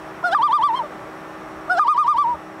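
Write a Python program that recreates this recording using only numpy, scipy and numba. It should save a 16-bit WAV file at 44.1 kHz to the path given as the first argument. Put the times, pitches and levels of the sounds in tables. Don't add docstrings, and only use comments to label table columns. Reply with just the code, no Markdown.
import sys
import numpy as np
from scipy import signal
from scipy.io import wavfile
from scipy.ndimage import uniform_filter1d
from numba import njit

SR = 44100
rng = np.random.default_rng(int(sys.argv[2]) if len(sys.argv) > 2 else 0)


def generate_wav(signal):
    frames = np.transpose(np.atleast_2d(signal))
    scaled = np.clip(frames, -1, 1) * 32767
    pcm = np.round(scaled).astype(np.int16)
    wavfile.write(sys.argv[1], SR, pcm)


def magnitude_from_level(level_db):
    exponent = np.asarray(level_db, float) / 20
    return 10 ** exponent


N = 114660
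T = np.arange(N) / SR

# t/s, pitch f/Hz, effort level/dB, brightness level/dB
FIRST_QUAVER = [(.325, 1160, -6, -40), (.353, 1198, -8, -42), (.403, 888, -16.5, -48),
                (.455, 1208, -6, -39), (.500, 880, -17.5, -45.5), (.554, 1206, -5.5, -37.5),
                (.604, 870, -18, -48.5), (.656, 1177, -6, -36.5), (.706, 893, -17.5, -44.5),
                (.724, 893, -21.5, -64.5), (.771, 1065, -11, -39.5), (.820, 896, -23.5, -66)]
SECOND_QUAVER = [(1.77, 1211, -15.5, -63.5), (1.815, 1212, -5, -43.5), (1.860, 919, -16.5, -50),
                 (1.908, 1233, -2.5, -39), (1.958, 938, -17, -52), (2.004, 1232, -5.5, -43),
                 (2.057, 925, -17.5, -51.5), (2.105, 1219, -4.5, -42), (2.157, 910, -17.5, -53),
                 (2.206, 1175, -8.5, -41.5), (2.257, 916, -17, -60.5), (2.308, 976, -18, -58),
                 (2.35, 907, -26, -79.5)]
# start t/s, end t/s, dead spot f/Hz, breadth of the tops [ratio], dead spot drift [Hz/s]
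WHISTLES = [
    (0.3465, 0.834, 1046, 1.02, 36),
    (1.793, 2.355, 1042, 1.22, 34),
]
# multiple of the pitch, level/dB
WHISTLE_OVERTONES = [
    [(2, 6.5), (3, 0), (4, 1), (5, -9.5), (6, -15), (7, -13), (8, -18.5), (9, -19), (10, -30.5),
     (11, -18.5), (12, -30)],
    [(2, 6), (3, -1), (4, 0.5), (5, 0.5), (6, -16.5), (7, -6.5), (8, -9.5), (9, -13), (10, -36), (11, -23),
     (12, -32)],
]
# t/s, pitch f/Hz, first partial level/dB, second partial level/dB, brightness level/dB
OPENINGS = [
    [(0.236, 687, -22, -34, -35), (0.244, 699, -25, -16.5, -27.5), (0.262, 728.5, -22, -18, -20),
     (0.284, 700, -23, -25.5, -21), (0.304, 651, -27.5, -33.5, -33.5), (0.32, 690, -23.5, -29.5, -13.5),
     (0.332, 779, -17, -19, -10), (0.342, 832, -17, -24, -24), (0.347, 885, -36.5, -14.5, -20)],
    [(1.693, 697.3, -21, -46, -33), (1.699, 682, -27.5, -17.5, -28), (1.705, 716, -23.5, -16, -23),
     (1.721, 742, -19, -14, -17.5), (1.739, 727, -20.5, -23, -24), (1.763, 664, -25, -31.5, -27),
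     (1.777, 702, -18, -25, -12), (1.787, 786, -17.5, -23, -11), (1.794, 854, -21.5, -19.5, -13)],
]
# multiple of the pitch, level/dB
OPENING_OVERTONES = [
    [(3, -20.5), (4, -32.5), (5, -26.5), (6, -24.5), (7, -29.5), (8, -29), (9, -34), (10, -34), (11, -39),
     (12, -36.5), (13, -47), (14, -46), (15, -49), (16, -47), (17, -58), (18, -54.5), (19, -48.5)],
    [(3, -28.5), (4, -33), (5, -31.5), (6, -28.5), (7, -28.5), (8, -28), (9, -34), (10, -42), (11, -30),
     (12, -38), (13, -47), (14, -43), (15, -51), (16, -43), (17, -57.5), (18, -57), (19, -46.5)],
]
# f/Hz, width f/Hz, level/dB
FIRST_THROAT = [(2150, 260, -16), (2380, 190, -6.5), (2600, 290, -1), (3194, 336, 12), (3420, 340, -1.5),
                (4550, 370, -8), (5000, 150, 5.5), (5600, 250, 1.5), (5870, 220, -13.5), (6500, 280, -7.5),
                (7300, 500, -3.5), (7100, 510, -6), (8500, 530, 4), (9100, 570, -11), (10010, 700, 10),
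                (12000, 780, -1.5), (13400, 800, 1)]
SECOND_THROAT = [(2000, 360, -7.5), (2316, 170, -8), (2600, 250, 3), (3100, 340, 7.5), (3390, 270, 4),
                 (4670, 500, -4.5), (5145, 130, 8.5), (5420, 220, 5), (5750, 250, -16), (6400, 400, -6.5),
                 (7100, 640, -8), (8220, 300, -12), (8500, 400, 4.5), (9550, 400, -2), (10170, 500, 9),
                 (11900, 780, -8), (13400, 800, 0)]
# start t/s, length t/s, pitch f/Hz, first partial level/dB, second partial level/dB
CROAKS = [
    (0.227, 0.0077, 501, -40, -27),
    (0.812, 0.061, 644.7, -35, -37),
    (1.678, .02, 614, -37.5, -35),
    (2.344, 0.017, 626, -33.5, -31),
]
# f/Hz, level/dB per Hz
HUSH_COLOUR = [(30, -29), (60, -4.5), (300, 3), (1200, 5.5), (2300, -6.5), (2800, -12), (5000, -23.5),
               (15500, -33)]
# t/s, level/dB
HUSH_SWELL = [(0, 0.5), (.9, 0.5), (1.3, 0.2), (1.65, -0.05), (2.3, -0.7), (2.6, -2)]
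# t/s, level/dB
GUSTS = [(.015, -70), (.38, -61), (.66, -62), (1.47, -54), (1.59, -64), (2.17, -45.5), (2.345, -53)]
# multiple of the motor's turning rate, level/dB
MOTOR_LINES = [(2, -62.5), (3, -54.5), (4, -63.5), (6, -48.5), (9, -52.5), (10, -49), (12, -52), (13, -51),
               (17, -76.5), (18, -50), (19, -61), (20, -56), (24, -86), (26, -66), (28, -57), (31, -59),
               (32, -80), (40, -68)]
# multiple of the fan's rate, level/dB
FAN_LINES = [(1, -53.5), (2, -45)]
# f/Hz, width f/Hz, level/dB
CASING = [(3460, 120, -72.5), (5430, 110, -73.5), (5550, 120, -66), (5820, 160, -71.5), (6160, 110, -76),
          (7800, 180, -73), (8900, 230, -77.5), (10750, 320, -78)]

RISE_HZ_PER_S = 9200


def whistle(rows, orders, throat, start, end, dead_hz, breadth, drift):
    overshoot_hz, settle_s, waver = 50.2, 0.0044, 0.0027
    break_s, fade_s, pop_db, pop_s = 0.0039, 0.019, -1, 0.005
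    since_start = np.maximum(T - start, 0)
    hz, effort_db, bright_db = quaver(rows, breadth)
    rising = np.clip(np.gradient(hz) * SR / RISE_HZ_PER_S, 0, 1)
    hz = hz * (1 + waver * slow(150)) + overshoot_hz * np.exp(-since_start / settle_s)
    turns = 2 * np.pi * np.cumsum(hz) / SR

    dead_hz = dead_hz + 25 * rising + drift * (T - (start + end) / 2)
    width_hz = np.where(hz > dead_hz, 78, 66) * (1 - 0.12 * rising)
    tone = np.tanh((hz - dead_hz) / width_hz) * np.sin(turns) + 0.014 * np.cos(turns)
    tone = tone * magnitude_from_level(3 * rising / (1 + ((hz - dead_hz - 71) / 18) ** 2))

    tilt_db = -0.73 * np.maximum(1206 - hz, 0) / 100 - rising
    upper = overtones(hz, turns, orders, tilt_db, 3.03, throat)
    voice = magnitude_from_level(effort_db) * tone + magnitude_from_level(bright_db + 4.5 * rising) * upper
    push_db = pop_db * np.exp(-np.maximum(since_start - break_s, 0) / pop_s) - 1.5 * rising
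    if_late = np.maximum(T - start - break_s, 0)
    push_db = pop_db * np.exp(-if_late / pop_s) - 1.5 * rising
    air = magnitude_from_level(-55) * follow(rising, 0.9, 1 / (0.02 * SR)) * breath()
    return np.sqrt(2) * (magnitude_from_level(push_db) * voice + air) * gate(start, end, break_s, fade_s)


def quaver(rows, breadth):
    s, *cols = np.transpose(rows)
    k = np.clip(np.searchsorted(s, T) - 1, 0, len(s) - 2)
    swing = np.sin(np.pi / 2 * np.clip((T - s[k]) / (s[k + 1] - s[k]), 0, 1)) ** 2
    up = cols[0][k + 1] > cols[0][k]
    broad = np.where(up, 1 - (1 - swing) ** (1.4 * breadth), swing ** (1.4 * breadth))
    bright_shape = np.where(up, swing ** 0.58, 1 - (1 - swing) ** 0.58)
    return [v[k] + (v[k + 1] - v[k]) * shape for v, shape in zip(cols, (broad, broad, bright_shape))]


def opening(rows, orders, throat):
    s, *cols = np.transpose(rows)
    hz, first_db, second_db, bright_db = (uniform_filter1d(np.interp(T, s, c), 200) for c in cols)
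    turns = 2 * np.pi * np.cumsum(hz) / SR
    rising = uniform_filter1d(np.clip(np.gradient(hz) * SR / RISE_HZ_PER_S, 0, 1), 400)
    upper = overtones(hz, turns, orders, -2 * rising, 2.5, throat) * magnitude_from_level(6.5 * rising)
    upper = upper + magnitude_from_level(-38.5 - 1.5 * rising) * breath()
    voice = magnitude_from_level(first_db) * np.sin(turns) + magnitude_from_level(second_db) * np.cos(2 * turns) + magnitude_from_level(bright_db) * upper
    return np.sqrt(2) * voice * gate(s[0] - 0.003, s[-1] + 0.0028, 0.0095, 0.0071)


def croak(start, length, hz, first_db, second_db):
    sag_hz_per_s, edge_db, roughness = 1300, -26, 0.45
    turns = 2 * np.pi * np.cumsum(hz - sag_hz_per_s * np.clip(T - start, 0, length)) / SR
    voice = magnitude_from_level(first_db) * np.sin(turns) + magnitude_from_level(second_db) * np.cos(2 * turns)
    voice = voice + magnitude_from_level(first_db + edge_db) * (np.sin(5 * turns) + np.cos(6 * turns))
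    rough = 1 + roughness * slow(220)
    return np.sqrt(2) * voice * rough * gate(start, start + length, 0.0043, min(0.012, length / 3))


def overtones(hz, turns, orders, tilt_db, flicker_db, throat):
    total = 0
    for k, db in orders:
        throat_db = sum(lift / (1 + (2 * (k * hz - f) / width) ** 2) for f, width, lift in throat)
        level_db = db + tilt_db * k + flicker_db * slow(200) + throat_db
        total = total + magnitude_from_level(level_db) * np.sin(k * turns + 2 * np.pi * rng.random())
    return total


def breath():
    low_hz = 2550
    band = signal.butter(1, [low_hz, 2.1 * low_hz], "band", fs=SR, output="sos")
    return evened(signal.sosfilt(band, rng.standard_normal(N)))


def shore(x):
    level_db, t60_s = -33.5, 0.19
    t = np.arange(SR // 4) / SR
    tail = rng.standard_normal(len(t)) * magnitude_from_level(-60 * t / t60_s) * (t > 0.004)
    return magnitude_from_level(level_db) * signal.fftconvolve(x, tail / np.linalg.norm(tail))[:N]


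def lake():
    frames, hz = N // 256 + 5, np.fft.rfftfreq(1024, 1 / SR)
    a, b, patches = rng.standard_normal((frames, 513, 3)).T
    patches = evened(uniform_filter1d(uniform_filter1d(patches, 10, 0), 12, 1))
    f, db = np.transpose(HUSH_COLOUR)
    colour_db = np.interp(np.log(hz + 1), np.log(f), db)[:, None]
    z = (a + 1j * b) * magnitude_from_level(colour_db + 0.8 * patches)
    hush = signal.istft(z, nperseg=1024, noverlap=768)[1][:N]
    return evened(hush) * magnitude_from_level(-38 + np.interp(T, *np.transpose(HUSH_SWELL)))


def wind():
    band = signal.butter(2, [38, 99], "band", fs=SR, output="sos")
    rumble = evened(signal.sosfilt(band, rng.standard_normal(N)))
    bumps = sum(magnitude_from_level(db) * np.exp(-((T - s) / 0.044) ** 2) for s, db in GUSTS)
    return rumble * (magnitude_from_level(-60.5 + 2 * slow(6.2)) + bumps)


def camera():
    motor_hz, fan_hz, waver_db, scan_hz, scan_db = 63.95, 158, 1.3, 15734, -86
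    lines = [(k * motor_hz, db) for k, db in MOTOR_LINES] + [(k * fan_hz, db) for k, db in FAN_LINES]
    hum = magnitude_from_level(scan_db) * np.sin(2 * np.pi * scan_hz * T)
    for f, db in lines:
        hum = hum + magnitude_from_level(db + waver_db * slow(13)) * np.sin(2 * np.pi * (f * T + rng.random()))
    whirr = 0
    for f, width, db in CASING:
        ring = signal.lfilter(*signal.iirpeak(f, f / width, fs=SR), rng.standard_normal(N))
        whirr = whirr + magnitude_from_level(db) * evened(ring)
    return np.sqrt(2) * hum + whirr


def evened(x):
    return x / np.sqrt(np.mean(x ** 2) + 1e-20)


def slow(rate_hz):
    rates = np.geomspace(rate_hz / 20, rate_hz, 12)
    return evened(sum(np.sin(2 * np.pi * (f * T + rng.random())) / np.sqrt(f) for f in rates))


def gate(start, end, rise, fall):
    ramp = np.minimum((T - start) / rise, (end - T) / fall)
    return np.sin(np.pi / 2 * np.clip(ramp, 0, 1)) ** 2


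@njit
def follow(x, up, down):
    y = np.zeros(len(x))
    for i in range(1, len(x)):
        y[i] = y[i - 1] + (up if x[i] > y[i - 1] else down) * (x[i] - y[i - 1])
    return y


def scene():
    throats = (FIRST_THROAT, SECOND_THROAT)
    loon = sum(opening(*call) for call in zip(OPENINGS, OPENING_OVERTONES, throats))
    loon = loon + sum(croak(*row) for row in CROAKS)
    loon = loon + whistle(FIRST_QUAVER, WHISTLE_OVERTONES[0], FIRST_THROAT, *WHISTLES[0])
    loon = loon + whistle(SECOND_QUAVER, WHISTLE_OVERTONES[1], SECOND_THROAT, *WHISTLES[1])
    return (loon + shore(loon) + lake() + wind() + camera())[None]


def low_pass(x):
    return signal.sosfilt(signal.butter(12, 15680, fs=SR, output="sos"), x)


def record(dry):
    knee_db, squeeze, duck_s, recover_s = -16, 0.96, 0.0044, 0.015
    power_db = 10 * np.log10(abs(uniform_filter1d(dry[0] ** 2, 88)) + 1e-12)
    over_db = squeeze * np.maximum(power_db - knee_db, 0)
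    cut_db = follow(over_db, 1 / (duck_s * SR), 1 / (recover_s * SR))
    edge = signal.firwin(numtaps=4095, cutoff=15750, window=("kaiser", 8), fs=SR)
    mix = signal.oaconvolve(dry / magnitude_from_level(cut_db), edge[None], "same")
    return low_pass(mix)


dry = scene()
out = record(dry)
generate_wav(out)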